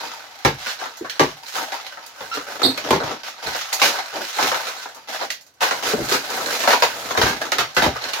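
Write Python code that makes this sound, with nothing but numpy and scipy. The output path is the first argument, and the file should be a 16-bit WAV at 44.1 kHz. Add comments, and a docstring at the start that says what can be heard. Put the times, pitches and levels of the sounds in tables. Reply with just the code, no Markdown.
"""Old plaster cracks and falls as it is levered off a wall of laths (thin wood strips) in a bare room.
Crumbs rattle down the laths all the while, in a rush with each stroke of an iron bar or a hand.
Heavy blows make the wall's posts boom, slabs snap, lone grains tick, and slipping iron squeaks twice.
Each hit is a run of tiny clicks that sets the wall and the small room ringing in five pitch bands."""
import sys
import numpy as np
from scipy import signal
from scipy.fft import rfft, irfft, next_fast_len
from scipy.io import wavfile
from scipy.ndimage import uniform_filter1d

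SR = 44100
rng = np.random.default_rng(int(sys.argv[2]) if len(sys.argv) > 2 else 0)


def pcm_store(signal):
    """Save signal as 16-bit PCM."""
    levels = np.round(np.clip(np.atleast_2d(signal), -1, 1) * 32767)
    wavfile.write(sys.argv[1], SR, levels.astype(np.int16).T)


N = 361619
TAIL = int(.45 * SR)   # samples allowed for one sound to ring out
BLOW_S = .05   # a blow's level is its energy spread over this many seconds

# The five bands: thump (posts, floor), knock (laths), clack (slabs), crack (plaster), sand.
# (low edge [Hz], high edge [Hz], base time to fade by 60 dB [s],
#  base level of the direct sound over the echo [dB], fade time of the direct sound [s])
BANDS = [(57.5, 194, 0.37, 1.5, 0.015), (193, 586, 0.18, -6.5, 0.0042), (584, 1860, 0.18, 1, 0.0029),
         (1850, 5750, 0.24, 4.5, 0.0023), (6690, 15240, 0.2, -26.5, 0.0024)]
# pitches at which wall and bar like to ring: (pitch [Hz], half width [Hz], boost [dB])
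RESONANCES = [(69, 5, 3.5), (119, 14, 4), (260, 29, 6.5), (508, 44, 4), (874, 8.2, 2), (3800, 56, 4),
              (4170, 210, 3)]
# how the sound leans to one side: (frequency [Hz], left minus right [dB])
BALANCE = [(200, 1), (400, 0), (800, 3), (1200, 3.5), (1800, 0), (2700, -5), (4200, -5.5), (6400, -4.5),
           (10000, 0)]
# how alike left and right sound: (frequency [Hz], likeness [0 to 1])
LIKENESS = [(60, .98), (300, .93), (480, .85), (740, .4), (1200, .1), (3000, .03), (16000, 0)]
# tone colour of rubble, still air, a blow and a squeak's echo: (frequency [Hz], level [dB])
RUBBLE_COLOUR = [(60, -23.5), (150, -11), (200, -14.5), (340, 1), (520, -4), (780, 1), (1600, -4),
                 (2400, -8.5), (4200, -10.5), (6500, -6), (8000, -17), (16000, -14)]
AIR_COLOUR = [(24, -39), (40, -23), (87, -2), (147, -6), (491, -5.5), (615, -5), (831, -3.5), (6650, -21),
              (8340, -23), (16000, -40)]
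BLOW_COLOUR = [(45, 11), (70, -6), (150, 4), (195, -9), (280, -1.5), (400, 2.5), (560, -6.5), (900, 1),
               (1700, -2.5), (2400, -4), (4200, -7.5), (6500, -11.5), (8000, -28), (16000, -24)]
SQUEAK_COLOUR = [(100, 0), (3400, 0), (4250, -6), (5000, 0), (16000, 0)]
# ways a slab and a small chip bend and ring: (multiple of its pitch [ratio], boost [dB])
SLAB_MODES = [(1, 8), (2.7, 1), (5.2, 0)]
CHIP_MODES = [(1, 12), (2.7, 9), (5.2, 7)]

# how each contact shares out its energy: (thump [dB], knock [dB], clack [dB], crack [dB], sand [dB])
# Harder contacts sound brighter: HARDENING is what each band gains per dB of hardness.
TRICKLE_SHARES = [-35, -17, -0.5, 0.5, -8]
SCRAPE_SHARES, SCRAPE_HARDENING = [-22, -2, -0.5, 0.5, -8], [0, 0, 0, 1, 1]
THUD_SHARES, THUD_HARDENING = [0.5, 1, 5.5, 0.5, -9], [0, 0.024, 0.71, 0.98, 1]
CRACK_SHARES, CRACK_HARDENING = [-42, -15.5, 0.5, 1, -8], [0, 0, -0.18, 0.99, 0.94]
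GRIT_SHARES = [-56, -39, -7.5, -5, 2.5]

# loose crumbs trickling behind the laths: (time [s], level [dB])
TRICKLE = [(0, -32.5), (0.33, -41.5), (0.7, -37.5), (0.97, -43), (1.25, -34.5), (1.4, -43.5), (1.65, -35.5),
           (2.1, -42.5), (2.8, -33), (3.35, -43.5), (3.7, -31.5), (4.1, -35.5), (4.68, -31), (5.05, -49),
           (5.56, -61.5), (5.72, -30), (7.1, -30), (7.72, -39.5), (8.2, -27)]
# how heavily that trickle weighs on the laths: (time [s], boost [dB])
HEFT = [(0, -1.5), (2.1, -4), (2.8, 9), (3.7, -14), (4.8, -1), (5.8, 6), (6.7, 3.5), (7.0, 8.5),
        (7.35, 7.5), (7.72, -8), (8.2, -5)]
# how much fine sand runs with the crumbs: (time [s], boost [dB])
DUST = [(0, -2), (0.7, -2), (1.3, -2), (1.55, 3.5), (1.9, -6.5), (2.2, 1.5), (3.1, -5), (3.85, 1.5),
        (4.05, -1.5), (4.6, 1.5), (5.2, -3), (6.05, 2.5), (6.3, 2.5), (7.1, 2.5), (8.0, -5), (8.2, 1)]
# strokes of a bar or a hand, each letting go a run of crumbs:
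# (start [s], length [s], level [dB], hardness [dB], weight on the wood [dB])
SCRAPES = [(0, 0.048, -30.5, -1, -5), (0.571, 0.11, -32, 6, -28), (0.658, 0.056, -27, 8, -27),
           (0.785, 0.043, -32, 0, -11), (1.26, 0.044, -45, 3, -20), (1.456, 0.1, -34, 18, -24),
           (1.533, 0.089, -25, -3.5, -10.5), (1.692, 0.089, -32.5, -5, -31), (2.16, .13, -37.5, -2.5, -13),
           (2.328, 0.026, -28.5, 6, -5), (2.462, 0.092, -32, -3.5, -8.5), (2.588, 0.039, -25.5, -6, -3),
           (2.838, 0.05, -25.5, -3, 1), (2.994, 0.031, -26, -21, -1.5), (3.027, 0.1, -27.5, -4.5, -3.5),
           (3.229, 0.052, -29.5, 4, -15), (3.359, .02, -32.5, -1, -18), (3.419, 0.082, -25.5, 0, -10),
           (3.52, 0.1, -29, 11, -19), (3.78, 0.044, -23, 1, -20), (3.814, 0.072, -18, 5.5, -4.5),
           (3.89, 0.1, -26.5, -5.5, -16), (4.123, 0.083, -28, -3.5, -3), (4.21, 0.24, -31, 19, -29),
           (4.359, 0.13, -21.5, 1.5, -8.5), (4.545, .15, -29.5, -1.5, -14), (4.78, 0.063, -34, 6, -25),
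           (4.941, 0.03, -40, -11, -10), (5.07, 0.043, -27.5, 1.5, -10), (5.121, 0.035, -25.5, 1, -21),
           (5.184, .055, -27, 0.5, -10.5), (5.602, 0.062, -17.5, -2.5, -23), (5.815, 0.091, -21.5, 2.5, -4),
           (6.08, 0.066, -20.5, 5, -7.5), (6.286, .2, -26, -1, -3), (6.493, 0.19, -24, 6, -2.5),
           (7.16, 0.12, -25, 3, -13), (7.399, 0.065, -30, -4, -4), (7.516, 0.11, -33.5, -2, 6),
           (8.013, 0.08, -28, 4, -9), (8.154, .04, -30, -14, -17)]
# heavy blows and falling slabs: (time [s], level [dB], boom of the posts [dB], hardness [dB],
# crumbling time [s], lath pitch [Hz], slab pitch [Hz])
THUDS = [(0.449, -13, -2.5, 1, 0.0075, 270, 940), (1.008, -31, -25, -34, 0.0021, 420, 550),
         (1.195, -11.5, -15, -3.5, .01, 402, 980), (2.206, -34, -11, 4, 0.0082, 540, 1310),
         (2.372, -30, -23, -4.5, 0.0098, 386, 1260), (2.632, -18.5, -20, -16, .014, 265, 715),
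         (2.907, -15, -12, -2, 0.0071, 390, 990), (2.928, -17, -12, -7, .011, 350, 950),
         (3.035, -29.5, 6.5, 7, 0.0084, 540, 720), (3.455, -38.5, 8, 6, .016, 540, 1410),
         (4.425, -22, -15.5, 4, 0.013, 320, 1320), (5.933, -20.5, -16, -20, 0.0044, 460, 630),
         (5.975, -25, -9, -25, .018, 260, 685), (6.115, -19.5, -23, -1.5, .014, 440, 1480),
         (7.175, -18.5, -8, 0, .0077, 300, 700), (7.229, -22.5, 1.5, -6, 0.00264, 185, 700),
         (7.256, -19.5, -9, 5, .018, 250, 1580), (7.33, -43, -10, -12, 0.01, 190, 700),
         (7.584, -17.5, -3, 19, .011, 430, 1260), (7.766, -15, -8, 8, .012, 330, 1560),
         (7.822, -15.5, -11, 6.5, .012, 540, 810), (7.862, -20, -4.5, -6, 0.0048, 227, 620),
         (8.055, -39, -11, -1, .008, 190, 770)]
# plaster snapping or landing: (time [s], level [dB], hardness [dB], crumbling time [s], slab pitch [Hz])
CRACKS = [(0.667, -30.5, -3, 0.0056, 1560), (0.814, -29.5, -15, .009, 880), (0.857, -34, -6, 0.0057, 1500),
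          (1.046, -33, -14, .0076, 1570), (1.097, -30, 22, .0035, 1500), (1.72, -29.5, -2, 0.0085, 770),
          (1.865, -36.5, 12, .0025, 1000), (1.972, -38, -18, 0.0045, 1670), (2.776, -28, 2.5, 0.0034, 593),
          (3.548, -27.5, -3.5, 0.0087, 764), (3.728, -27, 3.5, 0.0043, 890), (3.817, -12.5, 3.5, .012, 950),
          (3.98, -36, -12, 0.0076, 680), (4.387, -20.5, -26, 0.0057, 810), (4.517, -22.5, -6, 0.0038, 885),
          (4.544, -24.5, -3.5, 0.0032, 1470), (4.857, -35, -23, .007, 684), (5.213, -27, -18, .009, 746),
          (5.303, -27, 12, 0.003, 1540), (5.607, -18, -3, .02, 1040), (5.71, -21.5, -6, .005, 990),
          (6.604, -29.5, 4, 0.0032, 930), (6.637, -23.5, -5, 0.0094, 1230), (6.675, -13.5, -7, 0.0069, 920),
          (6.705, -15, -0.5, .014, 905), (6.732, -16, -9, 0.0033, 960), (6.822, -14, -4, 0.0051, 1090),
          (6.833, -19, 0, 0.0061, 930), (7.107, -26.5, -5, 0.0038, 1260), (7.15, -26.5, -30, .004, 700),
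          (7.215, -16, -2, 0.0075, 1470), (7.416, -28, -4.5, 0.0045, 1620), (7.519, -20, 1.5, 0.0038, 1430),
          (7.958, -30.5, -15, 0.0046, 1300), (8.134, -26, 7.5, 0.0068, 1180)]
# single hard grains hitting the floor: (time [s], level [dB])
GRIT = [(0.971, -42.5), (2.064, -43), (3.729, -23.5), (4.947, -46), (5.305, -37), (5.41, -50),
        (5.465, -54.5), (5.54, -63), (6.05, -37), (7.748, -39)]
# iron slipping under load: (time [s], length [s], start pitch [Hz], end pitch [Hz], level [dB],
# fall of the overtones [dB per octave], waver [share of the pitch])
SQUEAKS = [(2.311, 0.051, 1348, 1400, -26, 4, 0.079), (2.629, 0.038, 4030, 4230, -12.5, 13.5, 0.108)]


def from_db(db):
    """Turn decibels into a gain to multiply by."""
    return 10 ** (np.asarray(db) / 20)


def unit_energy(x):
    """Scale to an average energy of one per channel."""
    return x / np.sqrt(np.mean(np.sum(x ** 2, axis=-1)) + 1e-20)


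def at_hz(points, hz):
    """Read between the rows of a (frequency, value) table, on a scale of octaves."""
    known_hz, values = np.transpose(points)
    return np.interp(np.log(hz + 1), np.log(known_hz), values)


def add(out, time_s, sound):
    """Mix a stereo sound in at the given time."""
    start = max(round(time_s * SR), 0)
    out[:, start:start + sound.shape[1]] += sound[:, :N - start]


def wander(per_s, size):
    """A curve that glides to a new random value per_s times a second."""
    position = np.arange(size) * per_s / SR
    return np.interp(position, np.arange(4096), rng.standard_normal(4096))


def band_gains(level_db, shares_db):
    """Divide one level among the five bands."""
    return from_db(level_db) * unit_energy(from_db(shares_db))


def room_noise(colour, size, tones=()):
    """Stereo noise, alike on both sides in the bass, louder where wall, bar or a loose piece rings."""
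    hz = np.arange(size // 2 + 1) * SR / size
    peaks_db = sum(boost / (1 + ((hz - f) / width) ** 2) for f, width, boost in [*RESONANCES, *tones])
    sides = np.array([[1], [-1]])
    db = at_hz(colour, hz) + peaks_db + sides * at_hz(BALANCE, hz) / 2
    alike = np.clip(at_hz(LIKENESS, hz), 0, 1)
    common, opposite = rfft(rng.standard_normal((2, size)))
    pair = np.sqrt(1 + alike) * common + np.sqrt(1 - alike) * opposite * sides
    return irfft(pair * from_db(db), size)


def click_responses(colour, tones, ring_scale, nearness_db):
    """How one spot answers a click in each band: a short direct sound, and the room's fading echo."""
    t = np.arange(TAIL) / SR
    noise = room_noise(colour, next_fast_len(TAIL), tones)[:, :TAIL]
    out = []
    for low_hz, high_hz, fade_s, direct_db, direct_s in BANDS:
        direct = from_db(direct_db + nearness_db) * np.exp(-t / direct_s)
        echo = from_db(-60 * t / (fade_s * ring_scale))
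        band = signal.butter(4, [low_hz, high_hz], "band", fs=SR, output="sos")
        out.append(unit_energy(signal.sosfilt(band, noise * (direct + echo))))
    return out


def crumb_clicks(base_per_s, spread_db, clump_db):
    """Crumbs land in clumps, as clicks of uneven size whose average level is held steady."""
    lands = rng.random(N) < base_per_s * from_db(clump_db * wander(70, N)) / SR
    sizes = from_db(spread_db * np.minimum(rng.exponential(1, N), 4))
    clicks = lands * sizes * rng.choice([-1, 1], N)
    local_power = np.abs(uniform_filter1d(clicks ** 2, size=2600))
    return clicks / np.sqrt(local_power + 1e-6)


def crumb_flow(t, rise_s=0.0085, fade_s=0.015):
    """How strongly crumbs run in each band at times t: a trickle, plus strokes that swell and fade."""
    trickle, heft, dust = (from_db(np.interp(t, *np.transpose(rows))) for rows in (TRICKLE, HEFT, DUST))
    power = np.outer(band_gains(0, TRICKLE_SHARES), trickle) ** 2
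    power[:2] *= np.array([heft ** 2, heft]) ** 2   # the posts gain twice as many dB as the laths
    for start_s, length_s, db, hardness_db, weight_db in SCRAPES:
        shares_db = SCRAPE_SHARES + hardness_db * np.array(SCRAPE_HARDENING)
        shares_db[:2] += weight_db
        rise = np.clip((t - start_s) / rise_s, 0, 1)
        fade = np.exp(-np.maximum(t - start_s - length_s, 0) / fade_s)
        power += np.outer(band_gains(db, shares_db), rise * fade) ** 2
    power[-1] *= dust ** 2
    return np.sqrt(power)


def rubble(chip_sizes):
    """Chips of several sizes take turns to rattle on the laths, so the pitch keeps changing."""
    out = np.zeros((2, N))
    clicks = crumb_clicks(base_per_s=1200, spread_db=4.0, clump_db=3.5)
    landings = np.flatnonzero(clicks)
    flows = crumb_flow(landings / SR)
    turns = np.array([from_db(7 * wander(28, N)[landings]) for _ in range(chip_sizes)])
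    turns /= np.sqrt(np.mean(turns ** 2, axis=0))   # as one size grows louder, the rest give way
    for k, chip_hz in enumerate(np.geomspace(470, 1550, chip_sizes)):
        tones = [(ratio * chip_hz, .06 * ratio * chip_hz, db) for ratio, db in CHIP_MODES]
        responses = click_responses(RUBBLE_COLOUR, tones, ring_scale=1.0, nearness_db=-5.0)
        own = slice(k, None, chip_sizes)   # landings are dealt out to the sizes like cards
        hits = landings[own]
        for flow, response in zip(flows, responses):
            contact = from_db(2.2 * rng.standard_normal(len(hits)))   # no two land alike
            contact /= np.sqrt(np.mean(contact ** 2))
            force = np.zeros(N)
            force[hits] = clicks[hits] * turns[k, own] * contact * flow[own]
            out += signal.oaconvolve(force[None], response, axes=-1)[:, :N]
    return out


def still_air(level_db):
    """The faint, steady hush of the room."""
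    noise = room_noise(AIR_COLOUR, next_fast_len(N))[:, :N]
    return from_db(level_db) * unit_energy(noise) * np.sqrt(N)


def fracture(crumble_s, spread_db, snap_db, count):
    """A run of small cracks: a quick break opens with a snap, a slow one swells into a crunch."""
    slowness = crumble_s / .03
    delays_s = crumble_s * (rng.exponential(1, count) + slowness * rng.random(count))
    sizes = from_db(spread_db * rng.standard_normal(count)) * rng.choice([-1, 1], count)
    force = np.zeros(TAIL // 4)
    np.add.at(force, (delays_s * SR).astype(int) % len(force), unit_energy(sizes))
    force[0] = from_db(snap_db) * np.exp(-(2 * slowness) ** 2)
    return force


def strike(gains, crumble_s, slab_hz, lath_hz=503):
    """A hit cracks a new spot of the wall, whose lath and slab each ring at their own pitch."""
    force = fracture(max(crumble_s, .001), spread_db=5.5, snap_db=3.0, count=40)
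    tones = [(lath_hz, 0.53 * lath_hz, 7.5)]   # same columns as RESONANCES
    tones += [(ratio * slab_hz, 0.14 * ratio * slab_hz, db) for ratio, db in SLAB_MODES]
    spot = np.array(click_responses(BLOW_COLOUR, tones, ring_scale=0.97, nearness_db=-2.0))
    rings = signal.fftconvolve(spot, force[None, None], axes=-1)
    return sum(gain * unit_energy(ring) for gain, ring in zip(gains, rings)) * np.sqrt(BLOW_S * SR)


def thuds():
    """Heavy blows bend the laths and set the posts and the floor booming."""
    out = np.zeros((2, N))
    for time_s, db, boom_db, hardness_db, crumble_s, lath_hz, slab_hz in THUDS:
        shares_db = THUD_SHARES + hardness_db * np.array(THUD_HARDENING)
        shares_db[0] += boom_db
        add(out, time_s, strike(band_gains(db, shares_db), crumble_s, slab_hz, lath_hz))
    return out


def cracks():
    """Plaster snaps or lands, from a dull clack to a sharp crack; the wall hardly moves."""
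    out = np.zeros((2, N))
    for time_s, db, hardness_db, crumble_s, slab_hz in CRACKS:
        shares_db = CRACK_SHARES + hardness_db * np.array(CRACK_HARDENING)
        add(out, time_s, strike(band_gains(db, shares_db), crumble_s, slab_hz))
    return out


def grit():
    """Lone grains skitter on the floor with a tick, mostly in the highest band."""
    out = np.zeros((2, N))
    for time_s, db in GRIT:
        add(out, time_s, strike(band_gains(db, GRIT_SHARES), crumble_s=.005, slab_hz=4500))
    return out


def squeaks():
    """Iron sticks and slips: a short lurching tone, strong in odd overtones, smeared by the room."""
    out = np.zeros((2, N))
    t = np.arange(TAIL) / SR
    decay = from_db(-60 * t / 0.25) + from_db(5) * np.exp(-t / 0.0018)   # echo plus direct sound
    for time_s, length_s, start_hz, end_hz, db, fall_db, waver in SQUEAKS:
        size = int(length_s * SR)
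        lurch = 1 + waver * np.tanh(2 * wander(900, size))
        hz = np.linspace(start_hz, end_hz, size) * lurch
        phase = 2 * np.pi * np.cumsum(hz) / SR
        tone = sum(from_db(-fall_db * (np.log2(k) + 0.33 * (k % 2 == 0))) * np.sin(k * phase)
                   for k in range(1, 5))
        grip = signal.windows.tukey(size, .2) * from_db(6 * np.tanh(wander(1100, size)))
        room = room_noise(SQUEAK_COLOUR, TAIL) * decay
        squeak = signal.fftconvolve(room, (tone * grip)[None], axes=-1)
        add(out, time_s, from_db(db) * unit_energy(squeak))
    return out * np.sqrt(BLOW_S * SR)


def scene():
    """Rubble, squeaks, thuds, cracks and grit over the still air of the room."""
    air = still_air(level_db=-62)
    rattle = from_db(-0.51) * rubble(chip_sizes=8)
    iron = squeaks()
    hits = from_db(0.13) * (thuds() + cracks() + grit())
    return rattle + iron + hits + air


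def record(dry):
    """Round off the loudest peaks and cut the very highest treble."""
    cutoff_hz = 16300
    low_pass = signal.ellip(10, .1, 80, cutoff_hz, fs=SR, output="sos")
    return signal.sosfilt(low_pass, np.tanh(dry))


dry = scene()
out = record(dry)
pcm_store(out)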